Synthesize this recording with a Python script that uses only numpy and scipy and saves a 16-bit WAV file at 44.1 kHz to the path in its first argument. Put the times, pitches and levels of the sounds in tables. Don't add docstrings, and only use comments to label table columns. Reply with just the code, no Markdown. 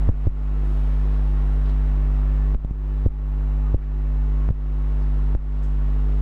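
import sys
import numpy as np
from scipy import signal
from scipy.io import wavfile
from scipy.ndimage import uniform_filter1d

SR = 44100
rng = np.random.default_rng(int(sys.argv[2]) if len(sys.argv) > 2 else 0)


def store_pcm(level_fs):
    pcm = np.round(np.clip(level_fs, -1, 1) * 32767).astype(np.int16)
    wavfile.write(sys.argv[1], SR, np.atleast_2d(pcm).T)


def gain_from_decibels(decibels):
    exponent = np.asarray(decibels, float) / 20
    return 10 ** exponent


N = 273861
T = np.arange(N) / SR


def rms_one(x):
    return x / np.sqrt(np.mean(x ** 2) + 1e-20)


def bandpass(x, low_hz, high_hz, order=2):
    return signal.sosfilt(signal.butter(order, [low_hz, high_hz], "band", fs=SR, output="sos"), x)


def drift(rate_hz):
    pole = np.exp(-80 * np.pi * rate_hz / SR)
    draws = rng.standard_normal(N // 40 + 2002)
    slow = signal.lfilter([1], [1, -2 * pole, pole * pole], draws)[2000:]
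    return np.interp(np.arange(N) / 40, np.arange(len(slow)), rms_one(slow))


def coloured(spectrum, patchy_db=0.4):
    table_hz, table_db = np.transpose(spectrum)
    edges = 4000 * 2 ** np.arange(-7.5, 2.1, 0.5)
    together = drift(6.0)
    white = rng.standard_normal((2, N))
    out = 0
    for k, (low, high) in enumerate(zip(edges, edges[1:])):
        band = bandpass(white[k % 2], low, high)
        level_db = np.interp(np.log(low * high) / 2, np.log(table_hz), table_db)
        flicker_db = patchy_db * (0.61 * together + drift(10.3))
        out = out + band * gain_from_decibels(level_db + flicker_db)
    return rms_one(out)


# t/s, ceiling level/dB, hold at the ceiling/ms, rise/ms, creep of the ceiling/(1/ms)
KNOCKS = [
    (.0906, -11.2, 4.4, .24, .085),
    (.2705, -10.2, 3.7, .42, .06),
    (2.5477, -12.2, 5.3, .13, -.07),
    (2.648, -13.6, 1.7, .3, .03),
    (2.7096, -16.6, 1.4, .3, .36),
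    (3.0624, -9.6, 4.2, .55, .005),
    (3.7453, -10.6, 3.9, .36, .005),
    (4.4895, -11.8, 1.6, .13, .04),
    (4.5056, -12.9, 2.3, .73, .22),
    (5.3505, -12.1, 3.8, .17, -.005),
]
FALL_MS, SAG, SAG_HZ, SAG_MS = 1.34, 0.27, 16.3, 21
CRACKLE_HZ, CRACKLE_MS, CRACKLE_UNDER_CEILING_DB = 1500, 2.6, 41
DUCK_DB, ATTACK_S, RELEASE_S = 11.5, 0.0063, 0.16
DUCK_PER_HOLD_DB, FULL_HOLD_MS = 2.5, 4.07
DUCK_PER_CREEP_DB = 6.5
PILE_UP = 0.3
LINGER_DB, LINGER_S, LINGER_AT_START_DB = 0.63, 1.15, 0.3


def knocks():
    pops, shell = body_pack()
    passed, duck_db = np.ones(N), np.zeros(N)
    grit = rms_one(bandpass(rng.standard_normal(N), CRACKLE_HZ, CRACKLE_HZ * 2, order=1))
    linger_db = LINGER_AT_START_DB * np.exp(-T / LINGER_S)
    for s, ceiling_db, hold_ms, rise_ms, creep in KNOCKS:
        ms = (T - s) * 1000
        after = np.maximum(ms, 0)

        rise = 0.5 * (1 + np.tanh(ms / rise_ms))
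        fall = np.exp(-(np.maximum(ms - hold_ms, 0) / FALL_MS) ** (4 / 3))
        pinned = rise * fall
        ceiling = gain_from_decibels(ceiling_db) * (1 + creep * np.minimum(after, hold_ms))

        charge = gain_from_decibels(ceiling_db) * (1 + creep * hold_ms / 2) * hold_ms
        sag = SAG * charge * np.exp(-after / SAG_MS) * np.sin(2 * np.pi * SAG_HZ * after / 1000)
        pops = pinned * ceiling + (1 - pinned) * (pops - sag)
        crackle = grit * (ms > -rise_ms) * np.exp(-after / CRACKLE_MS)
        pops += gain_from_decibels(ceiling_db - CRACKLE_UNDER_CEILING_DB) * crackle
        passed *= 1 - pinned

        since = after / 1000
        longer_db = DUCK_PER_HOLD_DB * np.log2(hold_ms / FULL_HOLD_MS)
        depth_db = DUCK_DB + longer_db - DUCK_PER_CREEP_DB * creep * hold_ms
        grip = 1 - np.exp(-since / ATTACK_S)
        squeeze = grip * np.exp(-since / RELEASE_S)
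        carried_db = PILE_UP * duck_db[round(s * SR)]
        duck_db = np.maximum(duck_db, squeeze * depth_db) + squeeze * carried_db
        linger_db += LINGER_DB * grip * np.exp(-since / LINGER_S)
    return pops + shell, passed, duck_db + linger_db


# t/s, thud level/dB, shell ring level/dB
THUDS = [
    (.0906, -14.3, -30),
    (.2705, -16.9, -31),
    (3.0624, -15.6, -22),
    (3.7453, -19.4, -23.5),
    (2.5477, -60, -36),
    (2.7096, -37.7, -38),
    (4.5056, -20.8, -38.5),
    (5.3505, -28, -36),
]
# t/s, level/dB
LEANS = [
    (.0806, -19),
    (.2605, -21),
    (2.5377, -26),
]
THUD_HZ, THUD_MS, SHELL_HZ, SHELL_MS, LEAN_MS = 91, 12.7, 410, 1.57, 8


def body_pack():
    low, shell = np.zeros(N), np.zeros(N)
    for s, thud_db, shell_db in THUDS:
        ms = (T - s) * 1000
        rocking = np.sin(2 * np.pi * THUD_HZ * (ms - 0.4) / 1000)
        low += gain_from_decibels(thud_db) * np.exp(-((ms - 2.3) / THUD_MS) ** 2) * rocking
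        ring = np.sin(2 * np.pi * SHELL_HZ * ms / 1000)
        shell += gain_from_decibels(shell_db) * np.exp(-(ms / SHELL_MS) ** 2) * ring
    for s, db in LEANS:
        low += gain_from_decibels(db) * np.exp(-((T - s) * 1000 / LEAN_MS) ** 2)
    return low, shell


# multiple of the mains, level/dB (the fundamental itself is played at 0 dB)
HUM = [(1, 3), (2, -28.5), (3, -15), (4, -32), (5, -23.5), (6, -39), (7, -33), (8, -40.5), (9, -39.5),
       (10, -51.5), (12, -54), (13, -54.5), (17, -43.5), (22, -43.5), (23, -54.5), (27, -58), (35, -53.5)]
MAINS_HZ, MAINS_START = 49.9125, -1.455
BUZZ_DB, BUZZ_AT = -56, -1.73


def hum():
    angle = 2 * np.pi * MAINS_HZ * T + MAINS_START
    wave = np.cos(angle)
    for k, db in HUM[1:]:
        k = round(k)
        if k < 14:
            lag = 1.6 - 0.3 * k + 2 * (k % 2 == 0)
        else:
            lag = rng.uniform(0, 2 * np.pi)
        waver_db = 2.64 * drift(4.8) * (k > 6)
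        wave += gain_from_decibels(db + waver_db) * np.cos(k * angle - lag)
    cycle = np.floor((angle - BUZZ_AT) / (2 * np.pi))
    spikes = np.diff(cycle, prepend=0) > 0
    spikes = bandpass(spikes * rng.random(N) + 1e-18, 600, 3500)
    return rms_one(wave) + gain_from_decibels(BUZZ_DB) * rms_one(spikes)


# t/s, level/dB, centre f/Hz, decay/s
BRUSHES = [(.001, -75, 5000, 0.008), (.64, -68, 7900, 0.21), (1.525, -61, 9000, 0.011),
           (1.651, -53, 3340, 0.023), (1.685, -50, 3320, 0.02), (3.28, -56, 8000, .005),
           (3.78, -35, 1200, 0.011), (3.811, -42.5, 1500, 0.024), (3.829, -57, 1790, 0.021),
           (4.1, -31, 31.7, 0.13), (5.012, -58.5, 3680, 0.027), (5.625, -56.5, 6200, 0.034),
           (6.19, -64, 5000, .03), (1.687, -64, 6500, .02), (1.526, -60, 5000, .008)]


def brushes():
    out, t = np.zeros(N), np.arange(SR // 3) / SR
    for s, db, hz, decay in BRUSHES:
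        grains = rng.standard_normal(len(t)) * (1 + rng.exponential(1, len(t)))
        puff = rms_one(bandpass(grains, hz / 1.35, hz * 1.35))
        swell = (1 - np.exp(-t / 0.0068)) * np.exp(-t / decay)
        at = round(s * SR)
        out[at:at + len(t)] += (gain_from_decibels(db) * puff * swell)[:N - at]
    return out


# t/s, length/s, f/Hz, level/dB
SQUEAKS = [
    (2.398, 0.096, 1753, -54.5),
    (3.672, 0.036, 1232, -48),
]


def squeaks():
    out = np.zeros(N)
    for s, length, hz, db in SQUEAKS:
        out += gain_from_decibels(db) * np.exp(-((T - s) / length) ** 2) * np.sin(2 * np.pi * hz * T)
    return out


# f/Hz, level/dB per Hz
RUB = [(1500, -7.5), (3000, 17.5), (6000, 1), (10000, -3), (16000, -4.5)]
# t/s, level/dB
MOVEMENT = [(0, -68.5), (.55, -66.5), (.75, -63), (1.2, -64), (2, -69), (3, -68), (3.7, -70.5), (4.4, -69),
            (4.9, -66), (5.3, -68), (5.6, -65.5), (5.9, -67.5), (6.21, -65)]


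def rubbing():
    level_db = np.interp(T, *np.transpose(MOVEMENT))
    return gain_from_decibels(level_db) * coloured(RUB)


# f/Hz, level/dB per Hz
AIR = [(25, -14.5), (70, -10), (130, -14.5), (300, -12.5), (700, -16.5), (1100, -18.5), (1700, -26),
       (2400, -31), (3400, -41.5), (4700, -47.5), (6700, -49.5), (9000, -54.5), (16000, -59.5)]
AIR_DB, AIR_FADE_DB, AIR_FADE_AT_S, AIR_FADE_S = -42, 1.5, 2.2, 0.63


def room_air():
    wound_down = 0.5 * (1 + np.tanh((T - AIR_FADE_AT_S) / AIR_FADE_S))
    return gain_from_decibels(AIR_DB - AIR_FADE_DB * wound_down) * coloured(AIR)


def scene():
    pops, passed, duck_db = knocks()
    bed = gain_from_decibels(-17) * hum() + brushes() + squeaks() + rubbing() + room_air()
    return (pops + passed * gain_from_decibels(-duck_db) * bed)[None]


def mute_faint_treble(x):
    above_hz, below_db, band_bins = 12100, -113, 16
    hz, _, z = signal.stft(x, SR, nperseg=2048)
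    power = uniform_filter1d(np.abs(z) ** 2, size=band_bins, axis=1)
    centre = np.arange(len(hz)) // band_bins * band_bins + band_bins // 2
    faint = power[:, np.minimum(centre, len(hz) - 1)] < gain_from_decibels(below_db) ** 2
    muted = faint & (hz > above_hz)[:, None]
    return signal.istft(z * ~muted, SR, nperseg=2048)[1][:, :N]


def low_pass(x):
    return signal.sosfilt(signal.butter(12, 16380, fs=SR, output="sos"), x)


def record(dry):
    top_cut = signal.ellip(12, 0.5, 70, 15720, fs=SR, output="sos")
    mix = mute_faint_treble(signal.sosfilt(top_cut, dry))
    return low_pass(mix)


dry = scene()
out = record(dry)
store_pcm(out)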